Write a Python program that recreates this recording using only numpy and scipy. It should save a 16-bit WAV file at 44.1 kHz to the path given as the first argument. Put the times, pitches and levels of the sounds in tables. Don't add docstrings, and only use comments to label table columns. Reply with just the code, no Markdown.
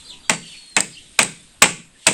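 import sys
import numpy as np
from scipy import signal
from scipy.fft import rfft, irfft
from scipy.io import wavfile
from scipy.ndimage import uniform_filter1d, map_coordinates

SR = 44100
rng = np.random.default_rng(int(sys.argv[2]) if len(sys.argv) > 2 else 0)


def voltage_ratio(decibels):
    exponent = np.asarray(decibels, float) / 20
    return 10 ** exponent


def persist_wave(psi):
    counts = np.round(np.clip(psi, -1, 1) * 32767).astype(np.int16)
    wavfile.write(sys.argv[1], SR, np.atleast_2d(counts).T)


N = 93933

# (time [s], peak [dB], rib resonance [dB], brightness [dB/octave], crack hold [s])
BLOWS = [
    (0.2959, -1, 1.5, -1, .0022),
    (0.7656, -1.5, 0, -1, 0.0023),
    (1.1898, 2.5, -2, -0.1, 0.0027),
    (1.6207, 5, -1, -0.86, 0.0063),
    (2.0677, 2.5, .5, 1, 0.0038),
]
# (time [s], peak [dB])
REBOUNDS = [
    (.3046, -17),
    (.8050, -9),
    (1.2294, -10),
    (1.6298, -7),
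    (2.073, -10),
]
# (frequency [Hz], density [dB/Hz])
KNOCK_SPECTRUM = [(300, -35), (1200, 15), (2400, 0), (4500, -9)]
# (frequency [Hz], density [dB/Hz])
CRACK_SPECTRUM = [(200, -42.5), (400, -25), (1400, 3), (2500, -11), (3500, -1.5), (5000, -1), (8000, -3.5),
                  (16000, -7.5)]
# (frequency [Hz], density [dB/Hz])
TICK_SPECTRUM = [(900, -30), (1500, -10), (3500, -12.5), (5000, -3.5), (6200, -9), (8400, -2.5),
                 (16000, -2.5)]
# (frequency [Hz], density [dB/Hz])
RATTLE_SPECTRUM = [(60, -47), (130, -14), (500, -8), (900, -1), (1500, -8.5), (2300, 2), (4500, -16),
                   (16000, -13.5)]
# (frequency [Hz], t60 [s])
RATTLE_DECAY = [(150, 0.43), (700, 0.14), (2500, 0.12), (8000, 0.24), (14000, 0.063)]
# (frequency [Hz], level [dB], t60 [s])
RIB_MODES = [(149.66, -12, 0.37), (168.5, -7.5, 0.43), (196.5, -3.5, 0.25), (240.5, 1.5, 0.14),
             (308.4, -2.5, .15), (466, -15.5, 0.29), (644, 2, 0.084), (816.4, 2, 0.061), (889, 1.5, 0.086),
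             (1160, -8.5, 0.054), (1624, -8, 0.053), (2103, 0.5, .06), (2545, -1, 0.038)]
# (frequency [Hz], level [dB], t60 [s])
NAIL_MODES = [(1117, -3.5, 0.028), (1507, 0.5, .02), (2112, -10.5, 0.024), (2560, -1.5, 0.032),
              (3400, -15, 0.004), (4730, -4.5, 0.0074), (7550, -3, 0.014), (8340, -14, 0.015)]
# (frequency [Hz], t60 [s])
TREE_DECAY = [(150, 0.63), (700, 0.22), (2500, 0.42), (8000, 0.4), (14000, 0.31)]
# (time [s], pitch [Hz], level [dB])
WHISTLE_PATH = [(.18, 4700, -64), (.21, 4690, -53), (.23, 4670, -60), (.28, 4630, -49), (.39, 4580, -44),
                (.45, 4530, -52), (.6, 4370, -43), (.67, 4290, -51), (.77, 4120, -39)]
WHISTLE_OVERTONES = [-22, -22]
# (start [s], length [s], first pitch [Hz], last pitch [Hz], level [dB])
WARBLE_NOTES = [(.0, 0.019, 3800, 3830, -49), (0.044, 0.047, 4330, 4510, -48.5),
                (0.076, 0.047, 3900, 3680, -45), (0.1, 0.051, 3426, 2574, -48),
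                (0.229, 0.039, 3700, 3440, -53.5), (0.423, 0.065, 3100, 2783, -49),
                (0.479, 0.051, 3400, 3190, -47.5), (0.512, 0.044, 3200, 2280, -47.5),
                (0.912, 0.043, 4770, 4350, -51.5), (0.946, 0.056, 2810, 3070, -52.5),
                (0.997, .06, 3960, 4000, -69.5), (1.36, 0.064, 3550, 3545, -60.5),
                (1.47, 0.036, 3480, 4000, -78), (1.95, 0.018, 1840, 1760, -60.5)]
# (start [s], length [s], pitch [Hz], level [dB])
FAR_COO = (.095, .1, 980, -57)
# (start [s], length [s], level [dB])
CRICKET_BURSTS = [
    (0.605, 0.16, -51),
    (0.981, 0.33, -57),
    (1.348, .14, -54.5),
]
# (time [s], level [dB])
GROVE_LEVEL = [(0.0, -46), (0.15, -51.5), (0.34, -56), (0.47, -43.5), (0.78, -51.5), (1.01, -46.5),
               (1.66, -55), (1.8, -73), (2.13, -37)]
# (frequency [Hz], density [dB/Hz])
GROVE_SPECTRUM = [(1200, -32.5), (1900, -11.5), (2600, -8.5), (3600, -4), (4600, -9), (5800, -13.5),
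                  (8000, -14.5), (11400, -2), (11900, -40)]
# (time [s], level [dB])
BREEZE_LEVEL = [(0, -48.5), (.25, -48.5), (.7, -52.5), (1.1, -52.5), (1.5, -51), (1.9, -54), (2.13, -54)]
# (frequency [Hz], density [dB/Hz])
BREEZE_SPECTRUM = [(20, 1), (100, -9), (250, -8), (500, -16.5), (1500, -18.5), (4000, -31), (8000, -29),
                   (11400, -5.5), (11900, -65.5)]
# (frequency [Hz], gain [dB])
MIC_RESPONSE = [(4000, 1), (5900, -0.5), (7000, 3.5), (8300, 9.5), (9300, -2), (10000, -10.5), (12000, -21),
                (16000, -22)]

LEAD_S, LEAD_DB = .004, -30
CRACK_DB, CRACK_T60_S, TICK_HOLD_S = -8, .008, .0022
RIBS_DB, RIB_RISE_CYCLES = -21.5, 1.96
NAIL_DB, NAIL_RISE_CYCLES = -8, 2.1
RATTLE_DB, RATTLE_GRAIN_DB, RATTLE_RISE_S = -10, 2.5, .0015
THUMP_HZ, THUMP_DB = 35, -57.5
TREES_DB, TREES_DELAY_S = -16, 0.013
WHISTLE_FLUTTER_DB, WHISTLE_TRIM_DB = 3.5, -3
TRILL_HZ, TRILL_DEPTH, TRILL_JITTER = 55, .1, .018
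TRILLS_END_S = .99
WARBLE_FLUTTER_DB, WARBLE_OVERTONE_DB = 3, -13.5
WARBLE_ECHO_DB, WARBLE_ECHO_T60_S = 0, .3
CRICKET_HZ, CRICKET_WIDTH_HZ = 8900, 170
CLIP_TOP, CLIP_HARD = 1.05, 8


def unit(x):
    return x / np.sqrt(np.mean(x ** 2) + 1e-20)


def along(points, hz):
    f, v = np.transpose(points)
    return np.interp(np.log(hz + 1), np.log(f + 1), v)


def curves(rows):
    s, *cols = np.transpose(rows)
    return [np.interp(np.arange(N) / SR, s, c) for c in cols]


def wobble(rate, size):
    knots = rng.standard_normal(int(size * rate / SR) + 4)
    return map_coordinates(knots, [np.arange(size) * rate / SR])


def hiss(spectrum, size, tilt_db=0):
    hz = np.fft.rfftfreq(size, 1 / SR)
    octaves = np.log2(np.maximum(hz / 2000, 1))
    gain = voltage_ratio(along(spectrum, hz) + tilt_db * octaves)
    return unit(irfft(rfft(rng.standard_normal(size)) * gain, size))


def dying(x, decays):
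    hz, t, z = signal.stft(x, SR, nperseg=256)
    fade = voltage_ratio(-60 * t / along(decays, hz)[:, None])
    return signal.istft(z * fade, SR, nperseg=256)[1][:len(x)]


def patchy(x, depth_db):
    z = signal.stft(x, nperseg=512)[2]
    field = uniform_filter1d(rng.standard_normal(z.shape), 6, 0)
    field = uniform_filter1d(field, 10, 1)
    return unit(signal.istft(z * voltage_ratio(depth_db * unit(field)), nperseg=512)[1][:N])


def add(track, sound, s):
    track[max(round(s * SR), 0):][:len(sound)] += sound


def scattered(x, decays):
    tail = dying(rng.standard_normal(SR // 2), decays)
    return signal.fftconvolve(x, tail / np.linalg.norm(tail))[:SR // 2]


def hammer():
    out = np.zeros(N + SR)
    hits = []
    for s, db, wood_db, tilt_db, hold_s in BLOWS:
        steel = voltage_ratio(CRACK_DB) * crack(CRACK_SPECTRUM, tilt_db, hold_s)
        hits.append((s, voltage_ratio(db) * (steel + timber(wood_db, tilt_db))))
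    for s, db in REBOUNDS:
        hits.append((s, voltage_ratio(db + 2) * crack(TICK_SPECTRUM, 0, TICK_HOLD_S)))
    for s, sound in hits:
        add(out, sound, s)
        add(out, voltage_ratio(TREES_DB) * scattered(sound, TREE_DECAY), s + TREES_DELAY_S)
    for s, db, *_ in BLOWS:
        add(out, voltage_ratio(db + LEAD_DB) * lead_knock(), s - LEAD_S)
        add(out, voltage_ratio(THUMP_DB) * ground_jolt(), s)
    return out[:N]


def crack(spectrum, tilt_db, hold_s):
    t = np.arange(SR // 2) / SR
    return hiss(spectrum, len(t), tilt_db) * voltage_ratio(-60 * np.maximum(t - hold_s, 0) / CRACK_T60_S)


def timber(ribs_db, tilt_db):
    t = np.arange(SR // 2) / SR
    ribs = voltage_ratio(RIBS_DB + ribs_db) * ringing(RIB_MODES, RIB_RISE_CYCLES, .7)
    nail = voltage_ratio(NAIL_DB) * ringing(NAIL_MODES, NAIL_RISE_CYCLES, 1.0)
    rattle = dying(hiss(RATTLE_SPECTRUM, len(t), tilt_db), RATTLE_DECAY)
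    rattle = rattle * voltage_ratio(RATTLE_GRAIN_DB * wobble(314, len(t)))
    return ribs + nail + voltage_ratio(RATTLE_DB) * rattle * (1 - np.exp(-t / RATTLE_RISE_S))


def ringing(modes, rise_cycles, waver):
    t = np.arange(SR // 2) / SR
    out = np.zeros(len(t))
    for hz, db, t60 in modes:
        decay = voltage_ratio(db + rng.normal(0, 1.3) - 60 * t / t60)
        rise = 1 - np.exp(-t * hz / rise_cycles)
        detuned_hz = hz * (1 + 0.0064 * rng.normal())
        out += decay * rise * np.sin(2 * np.pi * detuned_hz * t + waver * wobble(40, len(t)))
    return out


def lead_knock():
    rise = np.linspace(0, 1, round(LEAD_S * SR))
    return rise * hiss(KNOCK_SPECTRUM, 1024)[:len(rise)]


def ground_jolt():
    size = round(SR / THUMP_HZ)
    return np.sin(np.linspace(0, 2 * np.pi, size)) * np.hanning(size)


def whistle():
    hz, db = curves(WHISTLE_PATH)
    t = np.arange(N) / SR
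    phase = 2 * np.pi * np.cumsum(hz + 14 * wobble(150, N)) / SR
    first_s, last_s = WHISTLE_PATH[0][0], WHISTLE_PATH[-1][0]
    on = np.clip(np.minimum(t - first_s, last_s - t) / .02, 0, 1)
    tone = np.sin(phase)
    for harmonic, overtone_db in enumerate(WHISTLE_OVERTONES, 2):
        tone += voltage_ratio(overtone_db) * np.sin(harmonic * phase)
    level = voltage_ratio(db + WHISTLE_TRIM_DB + WHISTLE_FLUTTER_DB * wobble(98, N))
    return np.sqrt(2) * on * level * tone


def warblers():
    out = np.zeros(N + SR)
    for s, length, first_hz, last_hz, db in WARBLE_NOTES:
        u = np.linspace(0, 1, round(length * SR))
        glide_hz = first_hz + (last_hz - first_hz) * u
        depth = TRILL_DEPTH * (s < TRILLS_END_S)
        trill = depth * np.sin(2 * np.pi * TRILL_HZ * length * u)
        hz = glide_hz * (1 + trill + TRILL_JITTER * wobble(300, len(u)))
        phase = 2 * np.pi * np.cumsum(hz) / SR
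        tone = np.sin(phase) + voltage_ratio(WARBLE_OVERTONE_DB) * np.sin(2 * phase)
        level = voltage_ratio(db + 6 + WARBLE_FLUTTER_DB * wobble(150, len(u)))
        note = level * np.sqrt(np.abs(np.sin(np.pi * u))) * tone
        add(out, note, s)
        add(out, voltage_ratio(WARBLE_ECHO_DB) * scattered(note, [(1000, WARBLE_ECHO_T60_S)]), s)
    s, length, hz, db = FAR_COO
    t = np.arange(round(length * SR)) / SR
    swell = np.sqrt(np.sin(np.pi * t / length))
    add(out, voltage_ratio(db + 1.5 * wobble(43, len(t))) * swell * np.sin(2 * np.pi * hz * t), s)
    return out[:N]


def cricket():
    out = np.zeros(N)
    for s, length, db in CRICKET_BURSTS:
        t = np.arange(round(length * SR)) / SR
        shimmer = wobble(2 * CRICKET_WIDTH_HZ, len(t)) * np.sin(2 * np.pi * CRICKET_HZ * t)
        add(out, voltage_ratio(db) * np.sin(np.pi * t / length) * shimmer, s)
    return out


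def riverbank():
    (grove_db,), (breeze_db,) = curves(GROVE_LEVEL), curves(BREEZE_LEVEL)
    grove = patchy(hiss(GROVE_SPECTRUM, N + 512), depth_db=1.5)
    breeze = patchy(hiss(BREEZE_SPECTRUM, N + 512), depth_db=3.0)
    return voltage_ratio(grove_db + 1.0 * wobble(5.8, N)) * grove + voltage_ratio(breeze_db) * breeze


def scene():
    return (hammer() + whistle() + warblers() + cricket() + riverbank())[None]


def microphone(sound):
    gain = voltage_ratio(along(MIC_RESPONSE, np.fft.rfftfreq(512, 1 / SR)))
    ceps = irfft(np.log(gain))
    ceps[1:256] *= 2
    ceps[257:] = 0
    impulse = irfft(np.exp(rfft(ceps)))
    heard = signal.fftconvolve(sound, impulse[None], axes=1)[:, :N]
    return heard / (1 + np.abs(heard / CLIP_TOP) ** CLIP_HARD) ** (1 / CLIP_HARD)


def top_cut(x):
    return signal.sosfilt(signal.butter(12, 15800, fs=SR, output="sos"), x)


def record(dry):
    mix = microphone(dry)
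    return top_cut(mix)


dry = scene()
out = record(dry)
persist_wave(out)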